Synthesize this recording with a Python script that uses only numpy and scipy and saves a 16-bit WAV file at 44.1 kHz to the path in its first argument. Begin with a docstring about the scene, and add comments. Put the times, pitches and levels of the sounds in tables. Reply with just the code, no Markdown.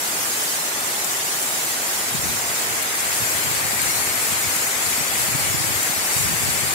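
"""Heavy rain, hand-held phone

A diffuse roar of rain on flat roofs and trees, far off all round: shaped noise with faint treble patches.
Nearer, drops ring bubbles in puddles, tick on the wet roof and burst in splashes: decaying sine rings.
Two microphone ports colour the rain; a hand comes to cup the left one and the right one turns.
Wind buffets each port on its own: gusts of low noise and thumps that sag in pitch."""
import sys
import numpy as np
from scipy import signal
from scipy.fft import rfft, irfft, next_fast_len
from scipy.io import wavfile
from scipy.ndimage import uniform_filter1d, map_coordinates

SR = 44100
rng = np.random.default_rng(int(sys.argv[2]) if len(sys.argv) > 2 else 0)


def log_audio(samples):
    """Write samples as a 16-bit WAV file to the path given in sys.argv[1]."""
    # one column per channel
    frames = np.atleast_2d(samples).T
    # limit to full scale, then quantise
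    limited = np.clip(frames, -1, 1)
    pcm = np.round(limited * 32767).astype(np.int16)
    wavfile.write(sys.argv[1], SR, pcm)


N = 297234  # samples

# Spectrum of the far roar: (frequency [Hz], relative density [dB per Hz])
ROAR_SPECTRUM = [(30, -32), (60, -21), (100, -9.5), (200, -6), (350, -2), (520, -2.5), (780, 1),
                 (1100, -0.5), (2000, 0), (3400, -6), (5500, -5), (7500, -4.5), (16000, -10.5)]
# Likeness of the roar at the two ports: (frequency [Hz], correlation [-1 to 1])
ROAR_LIKENESS = [(60, .8), (110, 0.95), (200, 0.97), (380, 0.83), (700, 0.56), (1050, 0.19), (1450, 0.24),
                 (2000, 0.034), (3000, 0.0062)]
# Phase by which the roar leads at the left port: (frequency [Hz], lead [rad])
ROAR_LEAD = [(100, .05), (400, .25), (700, .55), (900, 1), (1200, 2.3), (1600, 3.3)]
# Near drops by bubble pitch: (pitch [Hz], relative strength [dB])
DROP_STRENGTH = [(1500, -15), (3000, -2.5), (5000, 0), (7500, -1.5), (10000, -2.5), (15000, -5.5)]
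# Big drops bursting: (time [s], level [dB], left minus right [dB], length [ms])
SPLASHES = [(.874, -17, 0, 12), (1.611, -15, 2, 8), (2.559, -17, 0, 8), (3.515, -16, -1, 8),
            (4.221, -20, 2, 8), (4.382, -20, 0, 8), (5.99, -21, 0, 8), (1.045, -8.5, 8, 11.3),
            (1.427, -12, 5, 22), (2.2644, -20, -1, 10), (2.825, -18, 18, 11), (3.005, -12, 5, 10),
            (3.817, -14, 9.5, 3.6), (3.83, -16, 13, 11), (4.564, -10, -6, 7), (5.831, -10, 6, 6),
            (6.5024, -13, -5, 9)]
# Colour of each port: (frequency [Hz], gain [dB])
LEFT_PORT_COLOUR = [(1200, 1.5), (2000, 0), (3400, 0.5), (5700, 0), (7500, 5.5), (8000, 2.5), (10000, 5.5),
                    (12000, 4.5), (13000, 4.5), (16000, 3)]
RIGHT_PORT_COLOUR = [(5500, 1.5), (6500, 3.5), (7400, 5.5), (7900, 3), (8400, 4.5), (9500, 2.5), (10300, 0),
                     (11800, 2.5), (13000, -0.5), (14100, -1), (14700, 1), (15200, 1.5)]
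# Hollow of the palm at the left port: (centre [Hz], width [Hz], boost [dB])
PALM_HOLLOW = [(1270, 130, 2.5), (2220, 1400, 7)]
# Gaps at the fingers, left port: (centre [Hz], width [Hz], boost [dB])
FINGER_GAPS = [(4510, 690, 4.5), (5500, 610, 2), (7040, 700, 4), (7740, 400, 1.5), (8270, 790, 6.5),
               (9600, 550, 1), (10750, 810, 3.5), (12500, 2100, 4.5)]
# Right port turned: (centre [Hz], width [Hz], boost, or cut if negative [dB])
TURNED_PORT = [(1800, 1500, 1.5), (7340, 900, 1.5), (8850, 520, 2), (13000, 1200, -2), (14500, 900, 0)]
# Body of the wind on a port: (frequency [Hz], relative density [dB per Hz])
BUFFET_SPECTRUM = [(20, -30), (40, -22), (65, -4.5), (105, 0.5), (170, -8), (260, -18), (400, -16.5),
                   (700, -53), (2000, -90)]
# Sharp edge of strong eddies: (frequency [Hz], relative density [dB per Hz])
EDGE_SPECTRUM = [(60, -42), (150, -17), (240, 5), (360, -10), (600, -17), (2000, -90)]
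# Gusts: (start [s], time before release [s], force [dB], port ["L" or "R"])
GUST_EVENTS = [(2.111, 0.074, -37.5, "L"), (2.226, 0.069, -30.5, "L"), (2.26, .06, -37, "R"),
               (2.332, 0.055, -40, "L"), (2.426, 0.09, -44, "R"), (2.47, .04, -37, "L"),
               (2.66, 0.064, -39.5, "L"), (3.038, 0.43, -45, "L"), (3.08, 0.03, -40, "R"),
               (3.196, 0.037, -35, "R"), (3.288, 0.15, -38, "R"), (3.428, .1, -36, "R"),
               (3.454, 0.68, -40, "L"), (3.57, 0.064, -35, "R"), (3.747, 0.96, -43.5, "R"),
               (4.263, 0.09, -42, "L"), (4.43, 0.077, -37.5, "L"), (4.73, 0.076, -41, "R"),
               (4.825, 0.25, -40, "L"), (5.083, 0.52, -37, "L"), (5.196, 0.05, -41, "R"),
               (5.34, 0.44, -36.5, "R"), (5.67, .11, -38, "L"), (5.875, 0.028, -37, "R"),
               (5.96, 0.033, -35, "R"), (6.15, 0.05, -40, "R"), (6.224, 0.11, -34, "R"),
               (6.19, 0.17, -32, "L"), (6.413, 0.085, -32.5, "R"), (6.396, 0.29, -33.5, "L"),
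               (6.56, .15, -45, "R")]
# Strong eddies hitting a port:
# (centre time [s], swing level [dB], centre pitch [Hz], width [ms], port [0 left, 1 right])
EDDY_THUMPS = [(2.153, -19, 167, 13, 0), (2.196, -22, 120, 11, 0), (2.238, -23, 160.5, 7.9, 0),
               (2.261, -32, 181, 12, 0), (2.299, -23, 150, 7.2, 0), (3.227, -27, 100, 23, 1),
               (3.444, -28, 168, 13, 1), (3.479, -31, 148, 21, 1), (3.515, -20, 140, 9, 1),
               (3.579, -31, 170, 9.8, 0), (3.654, -22, 159.7, 7.8, 0), (3.734, -28, 169.3, 8, 0),
               (3.83, -26, 150, 9, 0), (3.865, -26, 150.5, 8, 0), (3.894, -27, 161, 12, 0),
               (4.292, -26, 149, 7, 0), (4.326, -24, 188.5, 11, 0), (4.455, -26, 140, 10, 0),
               (4.566, -27, 199, 9.4, 1), (4.983, -25, 198.7, 6.3, 0), (5.014, -22.5, 127.7, 11, 0),
               (5.191, -28, 120, 15, 0), (5.216, -25, 140, 9.8, 1), (5.243, -30, 121, 21, 0),
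               (5.291, -24, 160, 17, 0), (5.326, -23, 162, 8.7, 1), (5.353, -19, 139.7, 11.5, 0),
               (5.359, -21, 130.7, 9, 1), (5.396, -27, 200, 10.6, 1), (5.404, -31, 170, 13, 0),
               (5.477, -23, 161, 9.3, 1), (5.485, -27, 148.6, 6.7, 0), (5.509, -28, 111, 18, 0),
               (5.548, -17, 149.7, 15, 1), (5.551, -25, 151.3, 9, 0), (5.586, -28, 170, 8, 1),
               (5.611, -21, 130, 17, 1), (5.647, -23, 159.3, 9.5, 1), (5.68, -26, 119.7, 15, 0),
               (5.707, -22, 110.4, 10, 1), (5.762, -25, 112, 12, 1), (5.902, -23, 160, 11, 1),
               (5.983, -32, 222.5, 13, 1), (6.169, -23, 111.6, 18, 1), (6.21, -23, 131, 7.4, 0),
               (6.257, -32, 119.5, 21, 0), (6.26, -23, 170, 15, 1), (6.298, -22, 221, 8.6, 1),
               (6.313, -24, 152, 10, 0), (6.325, -29, 151, 17, 1), (6.343, -25, 139, 13.5, 0),
               (6.434, -33, 150, 21, 0), (6.435, -23, 171, 8.2, 1), (6.464, -27, 150.5, 6.5, 0),
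               (6.464, -25, 190.6, 9.4, 1), (6.492, -21, 129, 23, 0), (6.515, -30, 150.4, 9.5, 1),
               (6.55, -27, 140, 8.5, 0), (6.59, -26, 138.5, 9, 0), (6.638, -21, 129.5, 10, 0)]

ROAR_DB, DROPS_DB, PATTER_DB = -26, -31.5, -46  # rms levels ahead of the port colour
LEFT_LEAD_S = .0003  # lead of the left port for a drop equally loud at both
PALM_CLOSES, FINGERS_CLOSE, PORT_TURNS = (1.2, 3.84), (2.4, 3.75), (2.1, 2.8)  # (start [s], end [s])
GUST_ATTACK_S, GUST_RELEASE_S = 0.0082, 0.045
BREEZE_FROM_S, BREEZE_DB = 1.9, -51.5  # still air at first, then a light breeze under the gusts
SAG_OCTAVES = .3  # fall of a thump's pitch over half its width
FRONT_DB = -7  # sharp front of a thump, relative to its swing
TOP_HZ = 15750  # band limit of the phone


def roar():
    """Countless far drops blend into a diffuse noise with faint patches, mostly in the treble."""
    hz, _, grains = signal.stft(rng.standard_normal((2, N)), SR, nperseg=1024)
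    # the same patches reach both ports
    field = rng.standard_normal(grains.shape[1:])
    field = uniform_filter1d(field, size=2, axis=0)
    field = uniform_filter1d(field, size=3, axis=1)
    depth_db = along([(1000, 0.052), (3000, 2.6), (6000, 3.54), (9000, 2.74), (13000, 2.5)], hz)[:, None]
    patch_db = depth_db * field / field.std()
    # sheets of rain pass
    frame_at = np.minimum(512 * np.arange(grains.shape[-1]), N - 1)
    swell_db = along([(3000, 0.04), (9000, 0.79)], hz)[:, None] * wobble(9)[frame_at]
    pair = signal.istft(grains * amp(patch_db + swell_db), SR, nperseg=1024)[1][:, :N]

    def mid_side_shape(f):
        # the share of mid to side sets how alike the ports are
        angle = np.arccos(np.clip(along(ROAR_LIKENESS, f), -1, 1)) / 2
        return amp(along(ROAR_SPECTRUM, f)) * [np.cos(angle), np.sin(angle)]

    def left_lead(f):
        return np.exp(1j * np.outer([.5, -.5], along(ROAR_LEAD, f)))

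    mid, side = filtered(pair, mid_side_shape)
    stereo = np.array([mid + side, mid - side])
    return amp(ROAR_DB) * unit(filtered(stereo, left_lead))


def drops(count=8000):
    """Near drops trap bubbles in the puddles: many small, few large, falling in clumps."""
    when, big, pitch, pan = rng.random((count, 4)).T
    hz = 2000 + 13500 * pitch
    size = amp(along(DROP_STRENGTH, hz) - 0.58 * np.log(1 - big))
    cycles = 0.027 * hz  # every bubble lives equally long
    clumps = amp(.7 * wobble(10))
    rings = ticks(when * N / SR, hz, cycles, size, 16 * (pan - .5))
    return amp(DROPS_DB) * clumps * unit(rings)


def patter(count=2500):
    """Drops striking the wet roof close by: crisp ticks of a few cycles."""
    when, big, pitch, pan = rng.random((count, 4)).T
    size = amp(-2.2 * np.log(1 - big))
    hz = 1500 * 2 ** (3.2 * pitch)
    return amp(PATTER_DB) * unit(ticks(when * N / SR, hz, 2.7, size, 16 * (pan - .5)))


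def splashes(count=70):
    """A big drop bursts into a spatter of droplets that thins out over its length."""
    start, db, pan_db, ms = np.transpose(SPLASHES)[..., None]
    later, strength, pitch = np.moveaxis(rng.random((len(SPLASHES), count, 3)), -1, 0)
    size = amp(db - 8.9 * later) * strength
    when = start + ms / 1000 * later ** 1.7
    droplets = np.broadcast_arrays(when, 5500 + 9500 * pitch, 4, size, pan_db)  # 4 cycles each
    return ticks(*(column.ravel() for column in droplets))


def ticks(when, hz, cycles, size, pan_db):
    """Each drop is a fading sine; the left port leads, more so for drops louder on the left."""
    t = np.arange(1600) / SR
    fade = t * (hz / cycles)[:, None]
    envelope = fade * np.exp(1 - fade * 3)
    ring = size[:, None] * envelope * np.sin(2 * np.pi * hz[:, None] * t)
    lead = LEFT_LEAD_S + .00012 * pan_db / 10
    out = []
    for side in (.5, -.5):  # left, right
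        first = ((when - side * lead) * SR).astype(int)[:, None]
        at = np.clip(first + np.arange(len(t)), 0, N)
        heard = ring * amp(side * pan_db)[:, None]
        out.append(np.bincount(at.ravel(), heard.ravel(), N + 1)[:N])
    return np.array(out)


def ports(x):
    """Each port colours the air sound; resonances grow as the hand closes and the right port turns."""
    hz, t, z = signal.stft(x, SR, nperseg=512)
    palm = move(PALM_CLOSES, t) * bumps(PALM_HOLLOW, hz)
    fingers = move(FINGERS_CLOSE, t) * bumps(FINGER_GAPS, hz)
    left_db = along(LEFT_PORT_COLOUR, hz)[:, None] + palm + fingers
    right_db = along(RIGHT_PORT_COLOUR, hz)[:, None] + move(PORT_TURNS, t) * bumps(TURNED_PORT, hz)
    return signal.istft(z * amp([left_db, right_db]), SR, nperseg=512)[1][:, :N]


def wind():
    """Eddies flutter on each port in lumps, unrelated from side to side; strong ones reach higher."""
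    force = gusts()
    lumps = amp(1.2 * np.array([wobble(30), wobble(30)]))
    air = lumps * rng.standard_normal((2, N))
    body = unit(filtered(air, lambda f: amp(along(BUFFET_SPECTRUM, f))))
    edge = unit(filtered(air, lambda f: amp(along(EDGE_SPECTRUM, f))))
    edge_share = amp(13.5) * force ** 0.81  # grows with the force
    flutter = force * (body + edge_share * edge) + thumps()
    # the capsule sheds the deepest pressure, below about 45 Hz
    return filtered(flutter, lambda f: 1 / np.sqrt(1 + (45 / (f + 1)) ** 4))


def gusts():
    """Force on each port: every gust rises, holds and dies away over the breeze."""
    t = np.arange(N) / SR
    breeze = amp(2 * BREEZE_DB) * move((BREEZE_FROM_S, BREEZE_FROM_S + 0.096), t)
    power = np.tile(breeze, (2, 1))
    for start, length, db, port in GUST_EVENTS:
        rise = np.clip((t - start) / GUST_ATTACK_S, 0, 1)
        release = np.exp(-np.maximum(t - start - length, 0) / GUST_RELEASE_S)
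        power["LR".index(port)] += (amp(db) * rise * release) ** 2
    return np.sqrt(power)


def thumps():
    """A strong eddy pushes the capsule in and lets it swing back, a cycle or two, sagging in pitch."""
    out = np.zeros((2, N + SR))
    offset = np.arange(-2000, 2000)
    t = offset / SR
    phases = rng.normal(.25, .08, len(EDDY_THUMPS))  # cycles
    for (centre, db, hz, ms, port), phase in zip(EDDY_THUMPS, phases):
        u = t / (ms / 1000)
        bell = np.exp(-(u / 0.5) ** 2)
        pitch = hz * 2 ** np.clip(-SAG_OCTAVES * 2 * u, -2, 2)
        cycles = np.cumsum(pitch) / SR
        cycles = cycles - cycles[len(t) // 2]
        swing = bell * np.cos(2 * np.pi * (cycles + phase))
        # an octave up and half as long
        front = amp(FRONT_DB) * bell ** 4 * np.cos(4 * np.pi * (cycles + phase))
        out[round(port), round(centre * SR) + offset] += amp(db) * (swing + front)
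    return out[:, :N]


def amp(db):
    """dB to gain."""
    return 10 ** (np.asarray(db) / 20)


def unit(x):
    """Each channel at rms 1."""
    return x / np.sqrt(np.mean(x ** 2, axis=-1, keepdims=True) + 1e-20)


def along(points, hz):
    """Interpolate (frequency [Hz], value) points on a log frequency axis."""
    f, v = np.transpose(points)
    return np.interp(np.log(hz + 1), np.log(f + 1), v)


def wobble(rate):
    """A smooth random curve, rate knots a second."""
    knots = rng.standard_normal(int(N * rate / SR) + 4)
    return map_coordinates(knots, [np.arange(N) * rate / SR])


def filtered(x, response):
    """x times a response of frequency."""
    m = next_fast_len(N + 8192)  # padded so that tails do not wrap round
    return irfft(rfft(x, m) * response(np.fft.rfftfreq(m, 1 / SR)), m)[..., :N]


def bumps(modes, hz):
    """Summed gain in dB of a set of broad resonances."""
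    return sum(db / (1 + (2 * (hz - c) / w) ** 2) ** 1.43 for c, w, db in modes)[:, None]


def move(span, t):
    """A smooth step from 0 to 1 over (start [s], end [s])."""
    u = np.clip((t - span[0]) / (span[1] - span[0]), 0, 1)
    return (1 - np.cos(np.pi * u)) / 2


def scene():
    """Rain through the ports, wind on them."""
    rain = roar() + drops() + patter() + splashes()
    return ports(rain) + wind()


def record(dry):
    """The phone keeps nothing above its band limit."""
    return filtered(dry, lambda hz: hz < TOP_HZ)


dry = scene()
out = record(dry)
log_audio(out)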